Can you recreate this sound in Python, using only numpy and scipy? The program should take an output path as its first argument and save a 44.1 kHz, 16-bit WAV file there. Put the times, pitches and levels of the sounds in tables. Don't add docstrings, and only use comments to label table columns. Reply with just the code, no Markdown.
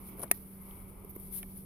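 import sys
import numpy as np
from scipy import signal
from scipy.fft import rfft, irfft
from scipy.io import wavfile
from scipy.ndimage import uniform_filter1d

SR = 44100
rng = np.random.default_rng(int(sys.argv[2]) if len(sys.argv) > 2 else 0)


def voltage_ratio(level):
    return 10 ** (np.asarray(level, float) / 20)


def master(y):
    cut = np.clip(np.atleast_2d(y).T, -1, 1)
    pcm = np.round(cut * 32767)
    wavfile.write(sys.argv[1], SR, pcm.astype(np.int16))


N = 72765

# pitch_hz, level_db, t60_s
STICK_MODES = [(390, -13, .03), (710, -8, .022), (1290, -12, .022), (1890, -17, .065), (2200, -6, .009),
               (2500, -1, .008), (3800, -12, .006), (4800, -13, .005), (5600, -12, .005), (6800, -4, .007),
               (8200, -10, .006)]
LEFT_LATE_S = .0001


def level(x, db):
    return x * voltage_ratio(db) / np.sqrt(np.mean(x ** 2))


def colour(x, points):
    hz, db = np.array(points).T
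    size = 8192
    bins_hz = np.fft.rfftfreq(size, 1 / SR)
    log_gain = np.interp(np.log(bins_hz + 1), np.log(hz), db) * np.log(10) / 20
    cepstrum = irfft(log_gain)
    cepstrum[1:size // 2] *= 2
    cepstrum[size // 2 + 1:] = 0
    response = irfft(np.exp(rfft(cepstrum)))
    return signal.fftconvolve(x, response[None])[..., :N]


def ring(x, hz, t60):
    radius = np.exp(-np.log(1000) / (t60 * SR))
    angle = 2 * np.pi * hz / SR
    return signal.lfilter([0, np.sin(angle)], [1, -2 * radius * np.cos(angle), radius ** 2], x)


def walk(rate_hz):
    hold = int(SR / rate_hz)
    steps = np.repeat(rng.standard_normal(N // hold + 1), hold)
    smooth = uniform_filter1d(uniform_filter1d(steps, hold), hold)
    return 1.49 * smooth[:N]


def pan(db):
    return voltage_ratio(np.array([db / 2, -db / 2]))


def grains(shape, per_s, scatter_db):
    present = rng.random(shape) < per_s / SR
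    size = voltage_ratio(scatter_db * rng.exponential(size=shape))
    return present * rng.standard_normal(shape) * size


def at_both_ports(x):
    return np.array([np.roll(x, int(LEFT_LATE_S * SR)), x])


def town():
    # pitch_hz, level_db
    rumble = [(20, 3.5), (55, -1.5), (160, -6), (420, -13.5), (700, -25), (1400, -32.5), (2250, -40),
              (3500, -46)]
    alike_hz, swell_db = 600, 1.5
    hz = np.fft.rfftfreq(N, 1 / SR)
    alike = 1 / (1 + (hz / alike_hz) ** 1.42)
    mid, side = rfft(rng.standard_normal((2, N)))
    mid = mid * np.sqrt(1 + alike)
    side = side * np.sqrt(1 - alike)
    both = np.array([mid + side, mid - side])
    out = 0
    for octave in range(9):
        band = np.clip(1 - np.abs(np.log2(hz / 30 + 1e-9) - octave), 0, 1)
        out = out + irfft(both * np.sqrt(band), N) * voltage_ratio(swell_db * walk(3))
    return level(colour(out, rumble), -51) * pan(-2)[:, None]


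def road():
    # pitch_hz, level_db
    murmur = [(500, -24), (850, 1), (1250, -1.5), (1700, -29.5), (2000, -9), (2250, -3), (2550, -15.5),
              (3200, -16.5)]
    # start_s, level_db
    traffic = [
        (0, -60.5),
        (.28, -63),
        (.45, -68.5),
        (.7, -63.5),
        (.9, -65.5),
        (1.2, -68),
        (1.65, -71.5),
    ]
    mid, side = rng.standard_normal((2, N))
    both = np.array([mid + .7 * side, mid - .7 * side])
    edged = [(60, -50)] + murmur + [(6000, -50)]
    s, db = np.array(traffic).T
    swell_db = np.interp(np.arange(N) / SR, s, db) + 1.5 * walk(12)
    return level(colour(both, edged), 0) * voltage_ratio(swell_db)


def hum():
    hum_hz, hum_db, octave_db = 191.45, -53.5, -17
    phase = 2 * np.pi * np.cumsum(hum_hz * (1 + .0007 * walk(3))) / SR
    tone = np.sin(phase) + voltage_ratio(octave_db) * np.sin(2 * phase)
    return np.sqrt(2) * tone * voltage_ratio(hum_db + 1.0 * walk(4)) * pan(-2.5)[:, None]


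def jacket():
    # start_s, level_db, left_right_db
    moves = [(0, -54.5, -12.5), (0.059, -50.5, -6.5), (.15, -63, -14), (.22, -46, -11), (.29, -63.5, -4),
             (.34, -51, -12.5), (.45, -56.5, -10), (.76, -53, -6.5), (.94, -62, -10), (1.17, -59.5, -7),
             (1.23, -48.5, -4), (1.295, -51.5, -6), (1.332, -40, 0.5), (1.386, -37.5, -6),
             (1.409, -50.5, -8.5), (1.49, -56, -10), (1.565, -52.5, -6), (1.65, -56.5, -7.5)]
    # pitch_hz, level_db
    nylon = [(600, -3), (2000, 0.5), (4000, 0.5), (8000, -1.5), (16000, -2.5)]
    cloth_db, flutter_db = -17, 1.5
    s, db, left_right_db = np.array(moves).T
    t = np.arange(N) / SR
    crinkle = level(grains((2, N), per_s=3000, scatter_db=2.0), -5)
    cloth = rng.standard_normal((2, N)) + crinkle
    flutter = flutter_db * (walk(41) + 0.41 * np.array([walk(22.16), walk(25.6)]))
    gain = voltage_ratio(cloth_db + np.interp(t, s, db) + flutter)
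    return colour(cloth, nylon) * gain * pan(np.interp(t, s, left_right_db))


def creak():
    # start_s, level_db, pitch_hz
    pry = [
        (.165, -69, 346),
        (0.193, -46, 356),
        (.21, -47.5, 330),
        (0.224, -49.5, 340),
        (0.234, -43.5, 750),
        (0.251, -50.5, 600),
        (0.266, -54, 500),
    ]
    slips_per_s, ring_s = 1600, 0.0068
    s, db, hz = np.array(pry).T
    t = np.arange(N) / SR
    slips = level(grains(N, slips_per_s, scatter_db=1.3), 0)
    pitch = np.interp(t, s, hz)
    out = np.zeros(N)
    for mode_hz, _, _ in STICK_MODES[:3]:
        nearness = voltage_ratio(-14 * np.abs(np.log2(mode_hz / pitch)))
        out += level(ring(slips, mode_hz, ring_s), 0) * nearness
    out = signal.lfilter(*signal.butter(2, 220, "high", fs=SR), out)
    out = out * voltage_ratio(np.interp(t, s, db, -120, -120))
    return at_both_ports(out) * pan(2.0)[:, None]


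def scrapes():
    # start_s, length_s, level_db, pitch_hz, left_right_db
    strokes = [(0.171, 0.017, -81, 11600, -2), (.194, 0.0017, -60.5, 11800, -9),
               (0.199, 0.0081, -76, 10500, 7), (0.217, 0.002, -59, 10200, -9),
               (0.2261, 0.0013, -62.5, 11000, 0), (0.2302, 0.0053, -51, 9430, -12),
               (0.235, 0.0099, -68, 11200, -0.5), (0.614, 0.011, -81, 12900, 1.5),
               (1.046, 0.0039, -71, 12900, -14), (1.092, .022, -72, 14100, -13.5),
               (1.15, 0.012, -73, 13400, -15), (1.161, 0.0053, -66, 14300, -10),
               (1.198, 0.0019, -68.5, 12100, -13), (1.428, 0.0027, -61, 10200, -17.5),
               (1.569, 0.0091, -72.5, 11100, -3)]
    ring_s, broad_db, rise_s, fade_s = .0016, -3, .0006, .001
    size = 2400
    t = np.arange(size) / SR
    out = np.zeros((2, N))
    for s, length, db, hz, left_right_db in strokes:
        slips = rng.standard_normal((2, size)) * voltage_ratio(1.5 * rng.exponential(size=(1, size)))
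        env = np.clip(t / rise_s, 0, 1) * np.exp(-np.clip(t - length, 0, None) / fade_s)
        squeak = level(ring(slips, hz, ring_s), 0) + level(slips, broad_db)
        burst = voltage_ratio(db) * pan(left_right_db)[:, None] * env * squeak
        i = int(s * SR)
        out[:, i:i + size] += burst[:, :N - i]
    return out


def knocks():
    # start_s, level_db, pitch_hz, t60_s
    hits = [(0.15, -49.5, 335, 0.018), (0.24, -33.5, 255, 0.023), (0.2344, -35.5, 1120, 0.014),
            (0.28, -50.5, 4100, 0.0018), (.1955, -56, 3700, 0.0025), (1.430, -39.5, 3100, 0.0044),
            (1.4304, -46.5, 1400, 0.011), (0.71, -47.5, 3200, 0.0054), (1.047, -42.5, 416, 0.037),
            (1.1634, -30.5, 387, 0.013), (1.1638, -48.5, 990, 0.019), (1.1627, -52.5, 2140, 0.019),
            (1.431, -42, 2260, 0.016), (1.4325, -50.5, 1800, 0.02), (1.433, -50, 690, .03)]
    push_cycles = 0.6
    out = np.zeros(N)
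    for s, db, hz, t60 in hits:
        width = max(int(push_cycles * SR / hz), 2)
        push = np.zeros(4000)
        push[:width] = -np.hanning(width + 2)[1:-1] * 2 / width
        i = int(s * SR)
        out[i:i + 4000] += voltage_ratio(db + 3) * ring(push, hz, t60)
    return at_both_ports(out)


def snap():
    # start_s, left_level_db, right_level_db
    fibres = [(.3127, -44, -34), (.3134, -36, -21), (.3138, -32, -23), (.3142, -28, -26), (.3145, -29, -20),
              (.3149, -25, -26), (.3153, -27, -26), (.3159, -29, -29), (.3163, -35, -24), (.3171, -37, -30),
              (.3186, -40, -34), (.3205, -42, -40)]
    break_s, break_db, splinter_db = .31325, -19, -4
    crack_db, crack_ms = 4, .04
    low_hz, top_hz = 260, 7900
    size = 32
    fade = np.exp(-np.arange(size) / SR * 1000 / crack_ms)
    crack, jolt, main = np.zeros((2, N)), np.zeros(N), np.zeros(N)
    for s, left_db, right_db in fibres:
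        i = int(s * SR)
        noise = rng.standard_normal((2, size))
        burst = noise * fade
        burst = burst / np.linalg.norm(burst, axis=1, keepdims=True)
        crack[:, i:i + size] += voltage_ratio(np.array([[left_db], [right_db]])) * burst
        jolt[i] += voltage_ratio(right_db + splinter_db) * np.sign(noise[1, -1])
    main[int(break_s * SR)] = -voltage_ratio(break_db)
    body = np.zeros(N)
    for hz, db, t60 in STICK_MODES:
        shake = jolt * min(hz / 4000, 1) ** 2
        body += voltage_ratio(db) * ring(main + shake, hz, t60)
    body = signal.sosfilt(signal.butter(2, low_hz, "high", fs=SR, output="sos"), body)
    body = signal.sosfilt(signal.butter(6, top_hz, fs=SR, output="sos"), body)
    return voltage_ratio(crack_db) * crack + at_both_ports(body)


def porch(x):
    echo_t60_s, echo_db, first_echo_s = .03, -16, .001
    t = np.arange(SR // 10) / SR
    tail = rng.standard_normal((2, len(t))) * voltage_ratio(-60 * t / echo_t60_s) * (t > first_echo_s)
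    tail = tail / np.sqrt(np.sum(tail ** 2, 1, keepdims=True))
    return x + voltage_ratio(echo_db) * signal.fftconvolve(x, tail, axes=1)[:, :N]


def scene():
    background = town() + road() + hum()
    stick = creak() + scrapes() + knocks() + snap()
    return background + jacket() + porch(stick)


def low_pass(x):
    return signal.sosfilt(signal.butter(12, 16470, fs=SR, output="sos"), x)


def record(dry):
    # pitch_hz, level_db
    left_port = [(3000, 0), (7400, -2), (9000, 19), (10000, 33.5), (10900, 26), (13000, 31), (14500, 9),
                 (16000, 13)]
    right_port = [(3000, -0.5), (5500, 0.5), (8400, -10.5), (10200, 11.5), (12000, 26), (13300, 9),
                  (14500, 23), (16000, -3)]
    top_hz = 15850
    heard = np.concatenate([colour(dry[:1], left_port), colour(dry[1:], right_port)])
    heard = signal.sosfilt(signal.ellip(10, .3, 70, top_hz, fs=SR, output="sos"), heard)
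    return low_pass(heard)


dry = scene()
out = record(dry)
master(out)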